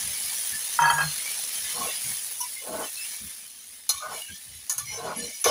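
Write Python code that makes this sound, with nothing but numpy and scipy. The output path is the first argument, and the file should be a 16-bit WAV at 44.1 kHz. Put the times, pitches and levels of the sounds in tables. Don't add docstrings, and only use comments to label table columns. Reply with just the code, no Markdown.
import sys
import numpy as np
from scipy import signal
from scipy.fft import rfft, irfft, next_fast_len
from scipy.io import wavfile
from scipy.ndimage import uniform_filter1d, map_coordinates

SR = 44100
rng = np.random.default_rng(int(sys.argv[2]) if len(sys.argv) > 2 else 0)


def gain_from_decibels(decibels):
    exponent = np.asarray(decibels, float) / 20
    return 10 ** exponent


def transcribe(signal):
    frames = np.atleast_2d(signal).T
    limited = np.clip(frames, -1, 1)
    pcm = np.round(limited * 32767).astype(np.int16)
    wavfile.write(sys.argv[1], SR, pcm)


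N = 242550

# f/Hz, nominal width/Hz, relative level/dB
LOW_MODES = [(474.5, 59, -3), (627.4, 36, 2), (740, 39, 1.5), (847, 11, 5.5), (955, 35, 2), (1080, 62, 9),
             (1250, 30, -2), (1320, 39, 3.5), (1466, 28, 9)]
HIGH_MODES = [(1750, 10.5, 0), (2120, 34, -2), (2286, 61, -1), (3010, 52, 1), (3460, 17, 3.5),
              (3760, 92, -5), (4140, 35, 2.5), (4270, 20, 1.5), (4450, 66, -6), (5030, 35, 4),
              (5600, 29, 6), (6100, 110, 4.5), (6550, 40, 4.5), (6920, 116, 3), (8020, 110, -1),
              (10240, 840, 0.5), (10650, 170, -3)]
# start t/s, end t/s, relative level/dB
EDGE_DRAGS = [(1.45, 2.25, -41), (2.41, 2.49, -41), (2.53, 2.68, -45), (2.81, 2.9, -40.5),
              (2.94, 3.26, -44), (3.89, 4.08, -41), (4.09, 4.27, -42), (4.25, 4.4, -46.5),
              (4.48, 4.64, -50.5), (4.78, 4.84, -48), (4.85, 5.02, -39.5), (4.96, 5.17, -43.5),
              (5.13, 5.33, -40.5), (5.26, 5.445, -42.5), (5.44, 5.56, -20.5)]
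DRAG_SKEW = 0.95


def unit(x):
    return x / np.sqrt(np.mean(x ** 2) + 1e-20)


def curves(rows):
    s, *columns = np.transpose(rows)
    return [np.interp(np.arange(N) / SR, s, column) for column in columns]


def wobble(rate):
    coarse = np.arange(0, N + 16, 16)
    knots = rng.standard_normal(int(N * rate / SR) + 4)
    return np.interp(np.arange(N), coarse, map_coordinates(knots, [coarse * rate / SR]))


def filtered(x, response):
    m = next_fast_len(len(x) + 8192)
    return irfft(rfft(x, m) * response(np.fft.rfftfreq(m, 1 / SR)), m)[:len(x)]


def resonant(x, modes, sharper=1):
    def response(f):
        return sum((-1) ** k * gain_from_decibels(db) * 1j * f * width / (hz * hz - f * f + 1j * f * width / sharper)
                   for k, (hz, width, db) in enumerate(modes))
    return filtered(x, response)


def grit(rate, spread_db):
    draw = rng.random((2, N))
    rarity = -np.log(draw[1] + .04)
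    contacts = draw[0] < rate / SR
    return unit(contacts * rng.standard_normal(N) * gain_from_decibels(spread_db * rarity))


def patchy(x, depth_db, bins, frames):
    z = signal.stft(x, nperseg=512)[2]
    field = uniform_filter1d(rng.standard_normal(z.shape), bins, 0)
    field = uniform_filter1d(field, frames, 1)
    return unit(signal.istft(z * gain_from_decibels(depth_db * unit(field)), nperseg=512)[1][:N])


def singing(modes, force, flicker_db, rate, tilt_db, centre_hz, glide):
    song, m = np.zeros(N), next_fast_len(N + 8192)
    f = np.fft.rfftfreq(m, 1 / SR)
    push = rfft(force, m) * 3 / (2 + np.cos(2 * np.pi * f / SR))
    for hz, width, db in modes:
        bent = np.arange(N) + np.cumsum(glide * wobble(7))
        ring = irfft(push * 1j * f * width / (hz * hz - f * f + 1j * f * width / 1.25), m)
        ring = map_coordinates(ring, [bent], mode="mirror", prefilter=False)
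        strength_db = db + flicker_db * np.tanh(wobble(rate)) + tilt_db * np.log2(hz / centre_hz)
        song += gain_from_decibels(strength_db) * ring
    return song / np.sqrt(np.abs(uniform_filter1d(song ** 2, size=SR // 8)) + 1e-12)


def swells(rows, skew):
    t = np.arange(N) / SR
    return sum(gain_from_decibels(db) * np.sin(np.pi * np.clip((t - start) / (end - start), 0, 1) ** skew)
               for start, end, db in rows)


def thumps():
    # t/s, nominal length/s, level through stove/dB, level through pan/dB, pan pitch f/Hz
    bump_rows = [(0, 0.16, -52, -53.5, 157), (0.239, 0.037, -53, -81, 170), (0.513, 0.068, -55, -55.5, 172),
                 (0.92, 0.037, -47, -68, 110), (1.01, 0.13, -47, -69, 111), (1.578, 0.12, -59, -82, 170),
                 (1.716, 0.11, -64, -56, 149), (1.776, 0.099, -53, -45.5, 217),
                 (2.04, 0.11, -57, -49.5, 144), (2.677, 0.17, -56, -42, 255),
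                 (3.198, 0.087, -49, -51.5, 196), (3.928, 0.058, -56, -64.5, 148),
                 (4.054, 0.13, -61, -59, 174), (4.291, 0.062, -51, -52, 186),
                 (4.449, 0.18, -52.5, -64, 110), (4.75, 0.31, -57, -51.5, 111),
                 (5.002, 0.17, -65, -47, 165), (5.147, 0.14, -55, -42.5, 216), (5.452, 0.14, -43, -44, 154)]
    stove_hz = 67.7

    def band(count, hz):
        once = resonant(rng.standard_normal(count), [(hz, 0.64 * hz, 0)])
        return unit(resonant(once, [(hz, 0.55 * hz, 0)]))

    rumble = gain_from_decibels(-73.0) * band(N, 66.0) + gain_from_decibels(-73.0) * band(N, 237)
    out = np.pad(rumble, (0, SR))
    for s, length, stove_db, pan_db, pan_hz in bump_rows:
        count = round(1.2 * length * SR)
        lump = gain_from_decibels(stove_db) * band(count, stove_hz) + gain_from_decibels(pan_db) * band(count, pan_hz)
        out[round(s * SR):][:count] += np.sin(np.pi * np.linspace(0, 1, count) ** 0.59) * lump
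    return out[:N]


def bowl():
    # t/s, then relative level/dB of the knock, first tone, second tone and chatter
    knock_rows = [(0.789, -11, -11.5, -28, -23), (0.817, -19, -11, -25, -19), (0.838, -15, -30, -16.5, -22),
                  (0.854, -15, -14, -18.5, -20), (0.876, -24, -11.5, -21, -23.5),
                  (0.9, -11.5, -15.5, -25.5, -20), (0.929, -30, -21, -27, -29), (0.963, -34, -27, -26, -31),
                  (0.98, -34, -36, -20, -23.5), (1.002, -35, -48, -20, -24.5), (1.02, -42, -56, -28, -28.5),
                  (1.06, -58, -58, -39, -50)]
    # f/Hz, nominal width/Hz, relative level/dB
    bowl_modes = [(1213, 63, 6), (1383, 41, 13), (1970, 29, 3)]
    rise_s, tone_t60_s, chatter_t60_s = 0.0035, 0.13, 0.2
    hum_s, hum_db = (.79, .825, 1.07, 1.16), -40.5
    t = np.arange(N) / SR
    s, knock_db, first_db, second_db, chatter_db = np.transpose(knock_rows)
    since = np.maximum(t - s[:, None], 0)

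    def fed(db, t60):
        decays = gain_from_decibels(db[:, None] - 60 * since / t60) * (1 - np.exp(-since / rise_s))
        return np.max(decays, axis=0)

    def tone(hz, beat_db):
        strength = gain_from_decibels(3.5 + beat_db * wobble(71.3))
        return strength * np.sin(2 * np.pi * hz * t + .5 * wobble(30.1))

    sinking_hz = np.interp(t, [.93, .99], [1667, 1635])
    second = gain_from_decibels(5.5 + 1.2 * wobble(69.8)) * np.sin(2 * np.pi * np.cumsum(sinking_hz) / SR)
    hum_gain = gain_from_decibels(hum_db + 3.2 * wobble(21.9)) * np.interp(t, hum_s, [0, 1, 1, 0]) ** 2
    hum = hum_gain * tone(151, 0.27)
    ring = fed(first_db, tone_t60_s) * tone(941, 0.87) + fed(second_db, tone_t60_s) * second
    chatter = unit(resonant(grit(4000, 1.6), [(820, 260, -1.5), (1410, 310, 1.0), (1900, 300, -4.5),
                                              (2170, 480, -13), (2610, 41, -3.5), (3150, 21, -0.5)]))
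    blows = np.zeros(N)
    blows[np.round(s * SR).astype(int)] = gain_from_decibels(knock_db + 32.0)
    return ring + hum + fed(chatter_db, chatter_t60_s) * chatter + resonant(blows, bowl_modes, 0.77)


def squeaks():
    # t/s, nominal length/s, f/Hz, relative
    # level/dB
    squeak_rows = [(0.518, 0.067, 1750, -44), (0.803, 0.056, 3150, -36), (0.808, 0.051, 6280, -34.5),
                   (0.852, 0.06, 2610, -37.5), (0.852, 0.057, 4470, -32.5), (0.9, 0.017, 3150, -27),
                   (0.901, 0.013, 10500, -30), (0.905, 0.07, 6750, -38.5), (0.924, 0.03, 8700, -38),
                   (1.007, 0.1, 4270, -38.5), (1.007, 0.035, 2520, -44), (1.25, 0.095, 2310, -43.5),
                   (1.896, 0.051, 1900, -47), (1.806, 0.033, 1080, -35), (1.865, 0.057, 2725, -42.5),
                   (1.885, 0.042, 3620, -43), (2.403, 0.057, 984, -39.5), (2.404, 0.042, 5580, -36.5),
                   (2.406, 0.032, 2890, -49.5), (2.558, 0.061, 2120, -46.5), (2.825, 0.045, 3050, -46.5),
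                   (2.965, 0.075, 2650, -44), (3.037, 0.038, 2780, -47.5), (2.956, 0.03, 4140, -44.5),
                   (3.005, 0.035, 5170, -42), (3.898, 0.11, 1127, -48.5), (3.975, 0.03, 3660, -48),
                   (4, 0.1, 1228, -41), (4.012, 0.084, 1492, -46), (4.03, 0.05, 622, -45.5),
                   (4.125, 0.071, 2290, -51.5), (4.156, 0.036, 2970, -49), (4.16, 0.045, 640, -51),
                   (4.199, 0.085, 2910, -45.5), (4.258, 0.046, 2690, -51), (4.299, 0.061, 3280, -49.5),
                   (4.282, 0.038, 1604, -47.5), (4.699, 0.034, 1760, -46), (4.796, 0.05, 1162, -49),
                   (4.85, 0.12, 5880, -44), (4.927, 0.057, 6100, -40), (4.921, 0.072, 5470, -46),
                   (4.868, 0.069, 2120, -43.5), (4.877, 0.048, 4350, -55), (4.9, 0.13, 841, -54.5),
                   (4.975, 0.03, 460, -42.5), (5.037, 0.09, 618, -45), (5.046, 0.11, 985, -47),
                   (5.061, 0.042, 1427, -46), (5.162, .02, 10200, -35.5), (5.173, 0.018, 11100, -40),
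                   (5.186, 0.016, 10200, -36), (5.185, 0.023, 9270, -36), (5.178, 0.095, 474.6, -46),
                   (5.179, 0.054, 1760, -50), (5.203, 0.088, 5600, -44.5), (5.225, 0.029, 4130, -41.5),
                   (5.246, .069, 3070, -56), (5.304, 0.067, 2240, -53), (5.329, 0.088, 5830, -47),
                   (5.41, 0.021, 10100, -35.5)]
    small_rate, small_s, small_db = 30, 0.048, -11
    out = np.zeros(N + SR)
    swell, quiver, bend = wobble(150), wobble(150), wobble(14)
    draw, drag = rng.random((200, 4)), swells(EDGE_DRAGS, DRAG_SKEW)
    when = np.cumsum(-np.log(draw[:, 0])) / small_rate
    small = []
    for s, (u, v, w) in zip(when, draw[:, 1:]):
        if s < N / SR:
            drag_db = 20 * np.log10(drag[int(s * SR)] + 1e-9)
            small.append((s, small_s * (.5 + u), 1900 * 2.6 ** v, small_db - 6 * w + drag_db))
    for s, length, hz, db in [*squeak_rows, *small]:
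        at = round(s * SR) + np.arange(round(1.3 * length * SR))
        shape = np.sin(np.pi * np.linspace(0, 1, len(at)) ** .55)
        own = (at + rng.integers(N)) % N
        phase = 2 * np.pi * np.cumsum(hz * (1 + .006 * bend[own])) / SR
        rough = .9 * (hz / 3000) ** .55
        tone = (1 + rough * swell[own]) * np.sin(phase) + rough * quiver[own] * np.cos(phase)
        out[at] += gain_from_decibels(db + 6.0) * shape * unit(tone) / np.sqrt(2)
    return out[:N]


def scrape():
    # start t/s, hardest t/s, end t/s, relative level/dB, start and end tilt/(dB/octave)
    stroke_rows = [(1.721, 1.804, 1.987, -37, -9, -7.5), (2.595, 2.77, 2.91, -33.5, -18, -7.5),
                   (3.998, 4.052, 4.256, -36.5, 4, -14), (4.868, 5.12, 5.18, -34.5, -10, -5),
                   (5.155, 5.176, 5.37, -45.5, -12, -28), (5.446, 5.463, 6.9, -20.5, -11, -8)]
    lumpy_db, judder_db = 3, 3
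    t, push, tilt_db = np.arange(N) / SR, np.zeros(N), np.zeros(N)
    for start, hardest, end, db, first_db, last_db in stroke_rows:
        on = (t > start) & (t < end)
        angle = np.interp(t[on], [start, hardest, end], [0, np.pi / 2, np.pi])
        push[on] += gain_from_decibels(db) * np.sin(angle) ** 2
        tilt_db[on] = np.interp(t[on], [start, end], [first_db, last_db])
    low = singing(LOW_MODES, grit(2500, 2.5), 4.5, 18, tilt_db, 1180, .03)
    edge = singing(HIGH_MODES, grit(3000, 1.5), 6.5, 22, -3.5, 4500, .018)
    heavy = push * gain_from_decibels(lumpy_db * np.tanh(wobble(35))) * low
    light = swells(EDGE_DRAGS, DRAG_SKEW) * gain_from_decibels(judder_db * np.tanh(wobble(18))) * edge
    return heavy + light


def taps():
    # t/s, relative level/dB, low modes' level/dB, tilt/(dB/octave), f/Hz favoured by the spot
    tap_rows = [(2.403, -14, -31, 14, 5600), (2.4105, -16, -35, 8, 6170), (2.4262, -36, -18, 3, 2160),
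                (3.8909, -4, -21, 4, 4200), (4.6953, -8.5, -24, 9, 6550), (4.7206, -15, -19.5, 19, 10200),
                (4.7797, -12, -19, 3.5, 6550), (5.4411, -5, -16.5, -5, 6200), (5.4585, -19, 0.5, -10, 2600)]
    tap_t60_s, rattle_db, rattle_t60_s = 0.1, -20, 0.44
    favour_db, favour_oct, low_tilt_db = 10, .05, 7.5
    out, t = np.zeros(N + SR), np.arange(SR // 4) / SR
    for s, db, low_db, tilt_db, spot_hz in tap_rows:
        crack = 0.35 * gain_from_decibels(-60 * t / 0.0012)
        decay = gain_from_decibels(-60 * t / tap_t60_s) + gain_from_decibels(rattle_db - 60 * t / rattle_t60_s) + crack
        shake = rng.standard_normal(len(t)) * decay * (1 - np.exp(-t / 0.00028))
        colour = rng.normal(0, 3, len(HIGH_MODES))
        high_modes = []
        for (hz, width, mode_db), change_db in zip(HIGH_MODES, colour):
            favour = favour_db * np.exp(-(np.log2(hz / spot_hz) / favour_oct) ** 2)
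            high_modes.append((hz, width, mode_db + change_db + tilt_db * np.log2(hz / 6000) + favour))
        low_modes = [(hz, width, mode_db + low_tilt_db * min(np.log2(hz / 1080), 0))
                     for hz, width, mode_db in LOW_MODES]
        high, low = resonant(shake, high_modes, 0.94), resonant(shake, low_modes)
        high, low = high / np.abs(high).max(), low / np.abs(low).max()
        broad = 0.022 * resonant(shake, [(5600, 13000, 1.4), (10400, 4200, 7.5), (15100, 620, 21)])
        out[round(s * SR):][:len(t)] += gain_from_decibels(db - 4.0) * (high + gain_from_decibels(low_db) * low + broad)
    return out[:N]


def sizzle():
    # t/s, relative level/dB, level added to the lows/dB
    heat_rows = [(0, -32, 4), (.58, -31, 1), (.79, -33, 5), (.95, -34, 1.5), (1.12, -34, 6),
                 (2.04, -32, 1.5), (2.44, -36, -0.5), (2.63, -38, -0.5), (3.05, -35, 0.5),
                 (3.46, -44.5, 3.5), (3.83, -47, 2.5), (4.1, -47, 8), (4.18, -37, 0.5), (4.26, -43.5, 1.5),
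                 (4.62, -47, 4), (4.85, -43.5, 3.5), (5.1, -51.5, 12), (5.35, -40.5, -0.5)]
    # f/Hz, relative level/dB
    steam_rows = [(60, -61), (110, -24.5), (250, -20), (320, -33.5), (470, -20), (1100, -17.5), (1450, -18),
                  (1720, -11.5), (2100, -12.5), (6000, -7), (8100, -8.5), (10000, 3.5), (11900, -6.5),
                  (12400, -8), (14000, -24), (14500, -3), (15600, -4.5)]
    level_db, low_db = curves(heat_rows)
    hiss = rng.standard_normal(N) * gain_from_decibels(1.5 * wobble(300) + .7 * wobble(18))
    steam = patchy(hiss + .6 * grit(2000, 2), 2.3, 3, 4)
    hz, db = np.transpose(steam_rows)
    steam = unit(filtered(steam, lambda f: gain_from_decibels(np.interp(np.log(f + 1), np.log(hz), db))))
    low = filtered(steam, lambda f: 1 / (1 + (f / 6500) ** 4))
    song = singing(HIGH_MODES[:13], grit(2000, 0.42), 22.0, 16, -0.74, 3500, 0.033)
    low_sung = low + gain_from_decibels(-15.5) * song
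    return gain_from_decibels(level_db + 2.0) * (steam - low + gain_from_decibels(low_db) * low_sung)


def scene():
    mono = thumps() + bowl() + squeaks() + scrape() + taps() + sizzle()
    return np.array([mono, mono])


def roll_off(x):
    return signal.sosfilt(signal.butter(12, 16820, fs=SR, output="sos"), x)


def record(dry):
    loud_db = 10 * np.log10(np.abs(uniform_filter1d(dry[0] ** 2, size=SR // 25)) + 1e-12)
    duck_db = uniform_filter1d(-.35 * np.maximum(loud_db + 23.0, 0), size=SR // 50)
    low_hz, top_hz = 52, 15600

    def band(f):
        return 1 / (1 + (f / top_hz) ** 300) / (1 + (low_hz / (f + 1)) ** 4)

    mono = filtered(dry[0] * gain_from_decibels(duck_db), band)
    return roll_off(np.array([mono, mono]))


dry = scene()
out = record(dry)
transcribe(out)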